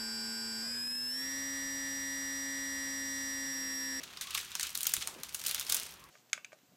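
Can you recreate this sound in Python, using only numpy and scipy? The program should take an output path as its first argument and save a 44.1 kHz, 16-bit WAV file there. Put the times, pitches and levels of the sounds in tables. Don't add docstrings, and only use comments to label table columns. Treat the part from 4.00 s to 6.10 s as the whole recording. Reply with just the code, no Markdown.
import sys
import numpy as np
from scipy import signal
from scipy.fft import rfft, irfft, next_fast_len
from scipy.io import wavfile
from scipy.ndimage import map_coordinates

SR = 44100
rng = np.random.default_rng(int(sys.argv[2]) if len(sys.argv) > 2 else 0)


def store_wav(level_fs):
    pcm = np.round(np.clip(np.atleast_2d(level_fs), -1, 1) * 32767)
    wavfile.write(sys.argv[1], SR, pcm.T.astype(np.int16))


N = 92610


def amp(db):
    return 10 ** (np.asarray(db) / 20)


def unit(x):
    return x / np.sqrt(np.mean(x ** 2) + 1e-20)


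def along(points, hz):
    f, v = np.transpose(points)
    return np.interp(np.log(hz + 1), np.log(f + 1), v)


def curves(rows):
    times, *columns = np.transpose(rows)
    return [np.interp(np.arange(N) / SR, times, column) for column in columns]


def add(track, start_s, sound):
    part = track[max(round(start_s * SR), 0):][:len(sound)]
    part += sound[:len(part)]


def filtered(x, response):
    size = next_fast_len(N + SR // 2)
    return irfft(rfft(x, size) * response(np.fft.rfftfreq(size, 1 / SR)), size)[:N]


def coloured(x, colour):
    return unit(filtered(x, lambda hz: amp(along(colour, hz))))


def causal(gain_db):
    cepstrum = irfft(np.log(amp(gain_db)))
    half = len(cepstrum) // 2
    cepstrum[1:half] *= 2
    cepstrum[half + 1:] = 0
    return irfft(np.exp(rfft(cepstrum)))


def lingering(power, decay_s):
    keep = np.exp(-1 / (decay_s * SR))
    return np.abs(signal.lfilter([1 - keep], [1, -keep], power))


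# (frequency [Hz], level [dB])
HUM_TONES = [(66, -75), (156, -74), (376.5, -77)]
# (frequency [Hz], relative level [dB])
RUMBLE_COLOUR = [(24, -44), (44, -7), (68, -2.5), (120, -3.5), (250, -8), (550, -23.5), (1100, -7.5),
                 (3000, -10.5), (15000, -61)]
RUMBLE_DB = -62.5


def background():
    t = np.arange(N) / SR
    hum = np.zeros(N)
    for hz, db in HUM_TONES:
        hum += amp(db) * np.sqrt(2) * np.sin(2 * np.pi * (hz * t + rng.random()))
    return hum + amp(RUMBLE_DB) * coloured(rng.standard_normal(N), RUMBLE_COLOUR)


# (frequency [Hz], fade time [s])
ROOM_FADE = [(200, 0.047), (2500, 0.072), (7000, 0.25), (15000, 0.21)]
ROOM_DB, ROOM_DULL_HZ = -3.5, 8000
NEAR_DB, NEAR_DECAY_S = -6.5, 0.0048


def room(x, count=13):
    out = np.zeros(N)
    centres = np.geomspace(250, 14000, count)
    for k, centre in enumerate(centres):
        band = lambda hz: np.sqrt(along(np.c_[centres, np.eye(count)[k]], hz))
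        power = filtered(x, band) ** 2
        near = lingering(power, NEAR_DECAY_S / 2)
        far = lingering(near, along(ROOM_FADE, centre) / np.log(10 ** 6))
        far_power = amp(ROOM_DB) ** 2 * far / (1 + (centre / ROOM_DULL_HZ) ** 2)
        level = np.sqrt(amp(NEAR_DB) ** 2 * near + far_power)
        out += level * unit(filtered(rng.standard_normal(N), band))
    return out


# (time [s], level [dB])
HAND_BUMPS = [(0.344, -54), (0.636, -55), (0.975, -44), (1.009, -61), (1.693, -55.5)]
# (frequency [Hz], relative level [dB], time to fade by 60 dB [s])
TABLE_TONES = [(71, -0.5, 0.14), (112, 6.5, 0.052), (152, -6, 0.18), (252, -3, 0.048), (350, -7.5, 0.078)]
BUMP_ATTACK_CYCLES = 0.52


def bumps():
    out, t = np.zeros(N), np.arange(SR // 4) / SR
    for start_s, db in HAND_BUMPS:
        thud = np.zeros(len(t))
        for hz, level_db, t60 in TABLE_TONES:
            fade = amp(level_db + rng.normal(0, 1) - 60 * t / t60)
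            build_up = 1 - np.exp(-hz * t / BUMP_ATTACK_CYCLES)
            thud += fade * build_up * np.sin(2 * np.pi * hz * t)
        add(out, start_s, amp(db) * thud)
    return out


# (time [s], level [dB])
PALM_RUB = [(0,-59.5), (.5,-68), (1,-61), (1.18,-56), (1.3,-65), (1.5,-57), (1.65,-60.5), (1.72,-52),
            (1.88,-60), (2.1,-65.5)]
# (frequency [Hz], relative level [dB])
RUB_COLOUR = [(60, -65), (170, 1), (700, 1), (1100, 2), (1800, -5), (5000, -15)]
# (peak time [s], spread in time [s], level [dB], centre [Hz], glide [octaves per s], width [octaves])
HAND_SWISHES = [(.005,0.02,-61,530,3,.3), (0.29,0.031,-56.5,1140,0.5,0.1), (1.082,0.022,-56,825,14,0.46),
                (1.182,0.031,-56.5,258,-13,0.84), (2.038,0.028,-62,1100,-.3,0.08)]


def palm():
    level_db, = curves(PALM_RUB)
    out = amp(level_db) * coloured(rng.standard_normal(N), RUB_COLOUR)
    for peak_s, spread_s, db, centre, glide, width in HAND_SWISHES:
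        hz, t, noise = signal.stft(rng.standard_normal(N), SR, nperseg=1024)
        pitch_hz = centre * 2 ** (glide * np.clip(t - peak_s, -2 * spread_s, 2 * spread_s))
        octaves_away = np.log2((hz[:, None] + 1) / pitch_hz)
        band = np.exp(-.5 * (octaves_away / width) ** 2) / np.sqrt(pitch_hz)
        swish = unit(signal.istft(noise * band, SR, nperseg=1024)[1][:N])
        swell = np.exp(-.5 * ((np.arange(N) / SR - peak_s) / spread_s) ** 2)
        out = out + amp(db) * swish * swell
    return out


TICK_SPREAD_DB = 13


def grains(per_s, decay_s):
    sizes = amp(TICK_SPREAD_DB * rng.uniform(-1.33, 1, N))
    ticks = sizes * (rng.random(N) < per_s / SR)
    return unit(np.sqrt(lingering(lingering(ticks ** 2, decay_s / 2), decay_s / 2)))


# (time [s], level of the body [dB], level of the treble [dB])
FILM_SLIDE = [(0,-55,-75), (.205,-54.5,-66), (.222,-42,-41.5), (.26,-52.5,-55), (.33,-50,-61),
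              (.385,-43.5,-49), (.44,-50.5,-56), (.525,-53,-58), (.58,-54.5,-58), (.65,-45.5,-43.5),
              (.73,-54.5,-56.5), (.86,-51.5,-80), (1,-52.5,-54), (1.19,-60,-63.5), (1.40,-57.5,-50.5),
              (1.49,-46.5,-39.5), (1.57,-49,-47.5), (1.675,-53.5,-51), (1.705,-44.5,-34.5),
              (1.77,-45.5,-48.5), (1.88,-55,-54.5), (2.1,-77.5,-68)]
# (frequency [Hz], relative level [dB])
BODY_COLOUR = [(200, -15.5), (700, -25), (1200, -5), (1900, -6), (2600, -1), (3600, 0), (4900, -7),
               (6000, -4.5), (9000, -16.5), (16000, -18)]
# (frequency [Hz], relative level [dB])
TREBLE_COLOUR = [(1000, -16), (4000, 0.5), (6000, 3.5), (7600, -2.5), (9000, 4), (10500, -5.5),
                 (12500, 2.5), (15500, -11)]
CRACKLE_PER_S, CRACKLE_DECAY_S = 380, 0.0016
PINPRICKS_PER_S, PINPRICK_DECAY_S = 220, 0.00069
BODY_HISS_DB, BODY_TICKS_DB, FIZZ_HISS_DB, FIZZ_TICKS_DB = -4.5, -2, -11.5, -0.5


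def rustle():
    body_db, treble_db = curves(FILM_SLIDE)
    body_noise, crackle_noise, fizz_noise, pinprick_noise = rng.standard_normal((4, N))
    crackle = coloured(crackle_noise * grains(CRACKLE_PER_S, CRACKLE_DECAY_S), BODY_COLOUR)
    pinpricks = coloured(pinprick_noise * grains(PINPRICKS_PER_S, PINPRICK_DECAY_S), TREBLE_COLOUR)
    body = amp(BODY_HISS_DB) * coloured(body_noise, BODY_COLOUR) + amp(BODY_TICKS_DB) * crackle
    fizz = amp(FIZZ_HISS_DB) * coloured(fizz_noise, TREBLE_COLOUR) + amp(FIZZ_TICKS_DB) * pinpricks
    return amp(body_db) * body + amp(treble_db) * fizz


SNAP_WINDOW_S = .005


def levelled(sound, db):
    return amp(db) * np.sqrt(SNAP_WINDOW_S * SR) * sound / np.linalg.norm(sound)


# (time [s], level [dB], pitch [Hz])
FILM_PINGS = [(0.2118,-48,1520), (.349,-44,1117), (.376,-40,2220), (.553,-47.5,1537), (0.937,-30.5,6820),
              (1.074,-37.5,9360)]
PING_CYCLES = 14


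def pings():
    out, t = np.zeros(N), np.arange(SR // 10) / SR
    for start_s, db, hz in FILM_PINGS:
        ring = np.sin(2 * np.pi * hz * t) * np.exp(-hz * t / PING_CYCLES)
        add(out, start_s, levelled(ring, db))
    return out


# (time [s], level [dB], brightness [dB per octave], time scale [ms])
CREASE_SNAPS = [(0.0322,-40,-5,5.7), (0.171,-42.5,-8.5,3.1), (0.2106,-34.5,-5,2.5), (0.271,-47,-11.5,1.3),
                (0.3058,-39,-3,3), (0.345,-38,2,1.3), (0.3485,-29,-5,2.3), (0.3744,-32.5,-4,4),
                (.5166,-44,-7,1.3), (0.5528,-31.5,-2.5,0.8), (0.5964,-32,-3,1), (.608,-33.5,-4,3.1),
                (0.6292,-29.5,-2,2.55), (0.6688,-39,-3,2), (0.7483,-35.5,0,4), (0.753,-33.5,-1,0.65),
                (0.7747,-32,3.5,0.75), (0.7857,-44.5,0,1.75), (0.8074,-34,3,0.55), (0.8146,-38,1,0.51),
                (0.8305,-30.5,2,1.7), (0.8438,-38.5,5,0.45), (0.853,-36.5,-5.5,2.9), (0.8675,-24,3,2.4),
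                (0.8922,-35,0.5,3.3), (0.9185,-40.5,0,1.1), (.938,-23.5,1.5,0.97), (0.966,-33.5,-2,0.97),
                (1.008,-37.5,-4,8.2), (1.021,-34,-6,4.5), (1.0737,-33.5,-1.5,0.55), (1.2336,-36,-1.5,1.5),
                (1.2905,-44.5,-3,2.3), (1.3311,-52,5,.4), (1.3449,-30,2.5,3.3), (1.4151,-42,-3.5,1.2),
                (1.4386,-39.5,-1.5,1.4), (1.466,-28.5,2,2), (1.481,-34.5,0,1.8), (1.4902,-38.5,0,1.7),
                (1.5113,-31,-1,0.97), (1.546,-32.5,1.5,0.78), (1.547,-35.5,-3,1.3), (1.5968,-31.5,3,0.54),
                (1.611,-36,-2.5,0.86), (1.6934,-29.5,2,5.4), (1.723,-25.5,4.5,0.97),
                (1.7455,-24.5,6.5,0.38), (1.7496,-30.5,5,0.55), (1.7664,-32.5,0,1.2), (1.7985,-36.5,1,0.7),
                (1.833,-41,-1,0.97), (1.9107,-48,12,0.43)]
# (frequency [Hz], relative level [dB])
CREASE_COLOUR = [(150, -46), (780, -19), (1280, -6), (2200, -5), (3800, 3), (4900, -1.5), (6300, 4.5),
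                 (7700, 0), (9000, 3.5), (10500, -2.5), (13000, 1.5), (15500, -5)]
TILT_FROM_HZ = 3460
FACET_DB, FACET_SPACING_HZ = 2, 830
SLIP_SPREAD = 0.32
SLIP_EVENNESS = 0.19
SNAP_RISE, SNAP_HOLD = 0.091, 1.58
SNAP_FALL = 4.4


def snaps():
    size = 2048
    out, t, hz = np.zeros(N), np.arange(size) / SR, np.fft.rfftfreq(size, 1 / SR)
    for start_s, db, tilt, scale_ms in CREASE_SNAPS:
        slips, uneven, facets = rng.standard_normal((3, size))
        age = t / (scale_ms / 1000)
        rise = 1 - np.exp(-age / SNAP_RISE)
        fall = np.exp(-SNAP_FALL * np.maximum(age - SNAP_HOLD, 0))
        run = slips * np.exp(SLIP_SPREAD * np.clip(uneven, -2, 2)) * rise * fall
        power = np.abs(rfft(run)) ** 2
        evened = -10 * np.log10(power + power.mean() / 10) * SLIP_EVENNESS
        ripple = FACET_DB * map_coordinates(facets, [hz / FACET_SPACING_HZ])
        slope = tilt * np.log2(np.maximum(hz, TILT_FROM_HZ) / TILT_FROM_HZ)
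        patch = causal(along(CREASE_COLOUR, hz) + slope + ripple + evened)
        add(out, start_s, levelled(signal.fftconvolve(run, patch), db))
    return out


def scene():
    film = snaps() + pings() + rustle()
    return (background() + room(film) + bumps() + palm() + film)[None]


TOP_HZ = 15900


def record(dry):
    return np.array([filtered(x, lambda hz: 1 / np.sqrt(1 + (hz / TOP_HZ) ** 120)) for x in dry])


dry = scene()
out = record(dry)
store_wav(out)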